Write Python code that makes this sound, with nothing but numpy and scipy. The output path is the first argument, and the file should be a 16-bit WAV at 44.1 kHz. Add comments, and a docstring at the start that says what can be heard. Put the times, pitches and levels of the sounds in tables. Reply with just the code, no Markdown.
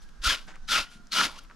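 """Outdoors, a yard hums faintly, wind bumps the microphone and a far rooster holds the end of its crow. Right
at the start a cricket chirps, and pulp and leaves rustle. Then a bamboo blade scrapes pulp off a plant stem on
a wooden board: thousands of tiny fibre tears make a rasp and ring the blade and board. The cricket chirps
again, and two more strokes follow. Along the way pulp ticks, the blade rings briefly, the board knocks softly,
and pulp and leaves rustle between the strokes and after the last one."""
import sys
import numpy as np
from scipy import signal
from scipy.fft import rfft, irfft
from scipy.io import wavfile

SR = 44100
rng = np.random.default_rng(int(sys.argv[2]) if len(sys.argv) > 2 else 0)


def generate_wav(signal):
    """Clip the signal to [-1, 1] and save it as 16-bit WAV at the path in sys.argv[1]."""
    frames = np.transpose(np.atleast_2d(signal))
    scaled = np.clip(frames, -1, 1) * 32767
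    pcm = np.round(scaled).astype(np.int16)
    wavfile.write(sys.argv[1], SR, pcm)


N = 68355
TIME = np.arange(N) / SR  # in seconds
FREQS = np.fft.rfftfreq(N, 1 / SR) + 1  # in Hz; the + 1 avoids the log of zero

# The tone of the yard's hum. Each row: frequency in Hz, relative level in dB.
YARD_SPECTRUM = [(100, -18), (170, -6.5), (240, -10.5), (330, -18), (600, -25.5), (1000, -21), (1500, -18),
                 (2200, -29), (5700, -28.5), (9000, -39), (12500, -45), (15500, -83)]
# The rise and fall of the wind. Each row: time in seconds, level in dB.
WIND_LEVELS = [(0, -47.5), (.17, -46), (.4, -48), (.64, -43.5), (.9, -51.5), (1.15, -56.5), (1.26, -48),
               (1.55, -52)]
# The tone of the wind's rumble. Each row: frequency in Hz, relative level in dB.
WIND_SPECTRUM = [(12, 9), (30, 0), (50, -16), (70, -14), (90, -50)]
# The rooster's note. Each row: time in seconds, pitch in Hz, level of the second harmonic in dB.
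CROW_NOTE = [(0, 822, -72), (.55, 764, -64), (.6, 760, -74), (.645, 756, -64), (.9, 713, -64),
             (1.01, 704, -62), (1.1, 691, -70), (1.45, 664, -69), (1.49, 660, -63), (1.55, 656, -72)]
# The cricket's chirps. Each row: middle in seconds, half length in seconds, pitch in Hz, level in dB.
CRICKET_CHIRPS = [(0.006, 0.015, 5810, -61.5), (0.65, 0.035, 5920, -72)]
# Rustles of pulp and leaves. Each row: start in seconds, length in seconds, level in dB,
# centre in Hz, width to each side in octaves.
LEAF_RUSTLES = [(0.013, 0.039, -60.5, 4700, 1.4), (0.087, 0.01, -59.5, 3700, 1.7),
                (0.381, 0.013, -48.5, 3140, 0.89), (0.473, 0.051, -47.5, 1450, 2.3),
                (0.538, 0.04, -55, 1520, 1.5), (0.901, 0.072, -54.5, 3320, 1.75),
                (1.495, 0.04, -58, 1380, 1.2)]
# Single gusts. Each row: middle in seconds, peak level in dB, half length of the push in seconds.
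GUSTS = [(0.207, -34.5, 0.0073), (0.275, -22.5, 0.0052), (0.319, -39, 0.0052), (0.798, -36, 0.0053)]
# The blade's strokes, one list each. Each row: time in seconds, level of the bright rasp in dB,
# then the low rasp, the blade's ring and the board's body, each in dB above that level.
STROKES = [
    [(.217, -54, -10, -12, -22), (.234, -43, -8, -7, -13), (.242, -29.5, -12, -5, -17.5),
     (.27, -26, -14, 5.5, -13.5), (.292, -27, -3, -15, -10.5), (.312, -28, -4.5, -6.5, -10),
     (.35, -35.5, -2, -7, -7), (.364, -46.5, -1, -1.5, -6), (.475, -67, -12, -13, -7)],
    [(.672, -67, -21, -10, -1), (.68, -47.5, -12, -11, -46), (.69, -37.5, -1, 0, -14),
     (.708, -31, -16, 0, -18), (.717, -26.5, -7.5, -4, -14.5), (.76, -28.5, -4, 4, -10),
     (.79, -31, -0.5, 0.5, -6), (.825, -40, -10.5, -2, -7.5), (.868, -60, 4.5, 0, -7),
     (.92, -65, -14, 3, -23)],
    [(1.108, -68, -18, -18, -31), (1.122, -34.5, -11.5, -3.5, -18), (1.148, -31.5, -9.5, -7, -12),
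     (1.17, -28.5, -8.5, 1.5, -8.5), (1.206, -28, -3, 8, -6.5), (1.225, -29.5, -10, -2.5, -6.5),
     (1.255, -29.5, -4, -2.5, -10), (1.288, -47.5, -4, 2, 0), (1.34, -56, -5, 0.5, 0),
     (1.378, -53.5, -4, -14, 3.5), (1.39, -45, -20, 1, -26), (1.404, -62.5, -3, -5, 1),
     (1.46, -68, -5, 3, 1)],
]
# The tone of tearing fibres. Each row: frequency in Hz, relative level in dB.
RASP_SPECTRUM = [(1500, 1), (2500, 2.5), (3200, 5), (4000, 2.5), (5000, 2.5), (6500, -4.5), (8400, -12),
                 (10200, -12), (13000, -21), (15900, -46)]
# The tone of the wooden board. Each row: frequency in Hz, relative level in dB.
BOARD_SPECTRUM = [(110, -15), (221, -5), (471, -13), (567, -6.5), (732, -10.5), (973, -3), (1150, -1.5),
                  (1500, -37)]
# The ring of taut fibres. Each row: time in seconds, pitch in Hz, level in dB above the bright rasp.
FIBRE_GLIDE = [(.24, 3630, -11), (.3, 3427, -3), (.35, 2779, -9), (.69, 3920, -6.5), (.735, 3348, -3.5),
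               (.755, 2687, -3), (.8, 2600, -4), (1.12, 4248, 3), (1.145, 4000, -5), (1.16, 3120, -1),
               (1.27, 2797, -19)]
# The blade's resonances. Each row: frequency in Hz, width in Hz, relative level in dB.
BLADE_RESONANCES = [(1278, 63, 7.5), (1399, 82, 10.5), (1684, 33, -0.5)]
# Snaps and ticks of pulp, and one brief ring of the blade (the row at 0.305 s). Each row: start in seconds,
# peak level in dB, centre in Hz, width in Hz.
TICK_SOUNDS = [(0.305, -22, 1670, 108), (0.471, -51, 10500, 3000), (0.539, -46, 1570, 300),
               (0.5565, -42, 2240, 900), (0.5583, -42.5, 5950, 5000), (0.563, -45.5, 1190, 300),
               (0.652, -52, 4160, 976), (0.9035, -52, 9500, 5000), (0.948, -58, 10500, 4000),
               (1.0707, -41.5, 5500, 2518), (1.2132, -10, 1250, 1000), (1.319, -46.5, 11000, 2500),
               (1.4375, -51, 12000, 2520), (1.449, -46, 2500, 2000), (1.4994, -43, 1850, 1200),
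               (1.5116, -37.5, 1358, 700)]
# Soft knocks on the board. Each row: start in seconds, level in dB, pitch in Hz.
BOARD_KNOCKS = [(0.481, -47, 212), (0.691, -47, 190), (0.958, -44, 205), (0.999, -44.5, 210),
                (1.203, -34, 230), (1.252, -33, 246), (1.267, -35.5, 277)]
# How alike left and right are for close sounds. Each row: frequency in Hz, likeness from 0 to 1.
STEREO_LIKENESS = [(300, .93), (1300, .97), (2500, .88), (8000, .82), (13000, .25)]
# How much louder the left side is. Each row: frequency in Hz, left minus right in dB.
LEFT_LOUDER = [(60, -3), (1650, 1), (4970, 2.5), (15000, 4.5)]
# How far the left side runs ahead. Each row: frequency in Hz, phase in radians (negative is behind).
LEFT_AHEAD = [(2000, -.4), (8000, -.5)]


def amp(db):
    """Turns decibels into a factor to multiply by."""
    return 10 ** (np.asarray(db) / 20)


def rms_one(x):
    """Scales a sound to an average (rms) level of 1."""
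    return x / np.sqrt(np.mean(x ** 2) + 1e-20)


def in_time(rows):
    """Joins a table's rows with straight lines in time, giving one curve for each later column."""
    times, *columns = np.transpose(rows)
    return [np.interp(TIME, times, column) for column in columns]


def over_frequency(rows):
    """Joins a table's rows with straight lines on a log frequency axis."""
    hz, values = np.transpose(rows)
    return np.interp(np.log(FREQS), np.log(hz), values)


def drift(hz):
    """A slow random wobble of size 1, moving mostly slower than hz."""
    r = np.exp(-2 * np.pi * hz / SR)
    wobble = signal.lfilter([1], [1, -2 * r, r * r], rng.standard_normal(N + 8000))
    return rms_one(wobble[8000:])  # skip the filter's settling


def colour(x, spectrum):
    """Gives a sound the tone of a spectrum, silent beyond its ends, at level 1."""
    inside = (FREQS > spectrum[0][0]) & (FREQS < spectrum[-1][0])
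    return rms_one(irfft(rfft(x) * amp(over_frequency(spectrum)) * inside, N))


def resonate(x, hz, width_hz):
    """One resonance: the narrower it is, the longer it rings."""
    r = np.exp(-np.pi * width_hz / SR)
    return signal.lfilter([1 - r * r, 0, r * r - 1], [1, -2 * r * np.cos(2 * np.pi * hz / SR), r * r], x)


def stereo_noise(spectrum, likeness):
    """Noise that left and right partly share."""
    mid, side = colour(rng.standard_normal((2, N)), spectrum)
    return mid + np.sqrt((1 - likeness) / (1 + likeness)) * side * [[1], [-1]]


def yard():
    """The yard's faint hum is steady noise, strongest in the lows."""
    return amp(-60.5) * stereo_noise(YARD_SPECTRUM, likeness=0.54)


def wind():
    """Wind on the microphone makes a deep rumble that swells and sinks."""
    level_db, = in_time(WIND_LEVELS)
    return amp(level_db) * stereo_noise(WIND_SPECTRUM, likeness=0.4)


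def rooster():
    """One long, wavering note sags in pitch. It is strongest in its second harmonic."""
    hz, db = in_time(CROW_NOTE)
    shaky_hz = hz * (1 + 0.003 * drift(hz=27))
    phase = 2 * np.pi * np.cumsum(shaky_hz) / SR
    note = np.sqrt(2) * (np.sin(2 * phase) + amp(-12) * np.sin(phase))
    waver_db = 3.5 * drift(hz=30)
    return note * amp(db + waver_db) * amp([[-3], [2.5]])  # off to the right


def cricket(width_hz=130):
    """A cricket's thin, breathy chirps far off: short swells of noise in a narrow band."""
    noise, out = rng.standard_normal((2, N)), 0
    for middle, half_length, hz, db in CRICKET_CHIRPS:
        whistle = resonate(resonate(noise, hz, width_hz), hz, width_hz)
        swell = np.exp(-((TIME - middle) / half_length) ** 4)
        out += amp(db) * rms_one(whistle) * swell
    return out


def tears(per_second=5000, spread_db=1.5):
    """Each tearing fibre is a tiny click of random size. 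Gives two unrelated streams of them."""
    sizes = amp(spread_db * np.minimum(rng.exponential(1, (2, N)), 5))
    signs = rng.choice([-1, 1], (2, N))
    tearing = rng.random((2, N)) < per_second / SR
    return rms_one(sizes * signs * tearing)


def rustles():
    """Pulp and leaves rustle in short swells of tiny tears, spread over a broad band."""
    grains, out = tears(), 0
    for start, length, db, hz, octaves in LEAF_RUSTLES:
        low_hz, high_hz = hz * 2 ** -octaves, min(hz * 2 ** octaves, 12000)
        band = [(60, -30), (low_hz, -6), (hz, 0), (high_hz, -14), (14000, -45)]
        progress = np.clip((TIME - start) / length, 0, 9)
        swell = np.minimum(progress * 6, 1) * np.exp(-progress ** 3)
        out += amp(db) * colour(grains, band) * swell
    return out


def gusts():
    """Each gust pushes the microphone's membrane out and lets it swing back."""
    out = 0
    for middle, db, half_length in GUSTS:
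        offset = (TIME - middle) / half_length
        out += amp(db) * (1 - offset ** 2) * np.exp(-offset ** 2 / 2)
    return out * amp([[-1.5], [1.5]])  # a little to the right


def scrape(split_hz=2620):
    """The blade tears fibres, which make a bright and a low rasp and ring the blade and the board."""
    grains = tears()
    rasp = colour(grains, RASP_SPECTRUM)
    lows = signal.sosfiltfilt(signal.butter(2, split_hz, fs=SR, output="sos"), rasp)
    bright = rms_one(rasp - lows) + fibre_ring()
    low, blade, board = rms_one(lows), blade_ring(), colour(grains, BOARD_SPECTRUM)
    out = 0
    for stroke in STROKES:
        level_db, low_db, blade_db, board_db = in_time(stroke)
        touching = (TIME > stroke[0][0]) & (TIME < stroke[-1][0])
        mix = bright + amp(low_db) * low + amp(blade_db) * blade + amp(board_db) * board
        out += touching * amp(level_db) * mix
    return out


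def fibre_ring(half_width_hz=130):
    """Tears ring the taut fibres at a pitch that sinks along each stroke."""
    hz, db = in_time(FIBRE_GLIDE)
    phase = 2 * np.pi * np.cumsum(hz) / SR
    smooth = signal.butter(2, half_width_hz, fs=SR, output="sos")
    # Two slow noises ride on a gliding tone and make a narrow band that follows the pitch.
    first, second = signal.sosfilt(smooth, tears()), signal.sosfilt(smooth, tears())
    return amp(db) * rms_one(first * np.cos(phase) + second * np.sin(phase))


def blade_ring(wander_db=1.2):
    """Tears ring the bamboo blade. Each resonance grows and fades as the contact moves."""
    shaking, out = resonate(tears(), hz=1344, width_hz=490), 0
    for k, (hz, width_hz, db) in enumerate(BLADE_RESONANCES):
        gain = amp(db + wander_db * drift(hz=12))
        out += (-1) ** k * gain * resonate(shaking, hz, width_hz)  # neighbours have opposite signs
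    return rms_one(out)


def ticks(top_hz=12500):
    """Each snap of pulp, and the blade's one brief ring, is a single click that rings briefly in its own band."""
    soften, out = signal.butter(4, top_hz, fs=SR, output="sos"), 0
    for start, db, hz, width_hz in TICK_SOUNDS:
        spike = np.arange(N) == int(start * SR)
        click = signal.sosfilt(soften, spike + 1e-18)  # the tiny offset keeps the filters fast
        tick = resonate(resonate(click, hz, width_hz), hz, width_hz)
        out += amp(db) * tick / np.abs(tick).max()
    return out


def knocks(ring_seconds=0.05):
    """Each soft knock on the board is one low tone that quickly dies away."""
    out = 0
    for start, db, hz in BOARD_KNOCKS:
        age = np.maximum(TIME - start, 0)
        out += amp(db - 60 * age / ring_seconds) * np.sin(2 * np.pi * hz * age)
    return out


def place(pair):
    """Turns a shared and a differing sound into left and right, as two close microphones hear them."""
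    likeness, lean_db = over_frequency(STEREO_LIKENESS), over_frequency(LEFT_LOUDER)
    mid, side = rfft(pair)
    side *= np.sqrt((1 - likeness) / (1 + likeness))
    left = (mid + side) * amp(lean_db / 2) * np.exp(1j * over_frequency(LEFT_AHEAD))
    right = (mid - side) * amp(-lean_db / 2)
    return irfft([left, right], N)


def scene():
    """Adds the close work on the board to the air, the far rooster and the cricket."""
    air = wind() + gusts() + yard()
    hits = (ticks() + knocks()) * [[1], [0]]  # only in the sound that both sides share
    work = place(scrape() + rustles() + hits)
    return air + work + rooster() + cricket()


def record(dry, cutoff_hz=15650):
    """Cuts off the very highest treble."""
    return signal.sosfilt(signal.cheby2(20, 70, cutoff_hz, fs=SR, output="sos"), dry)


dry = scene()
out = record(dry)
generate_wav(out)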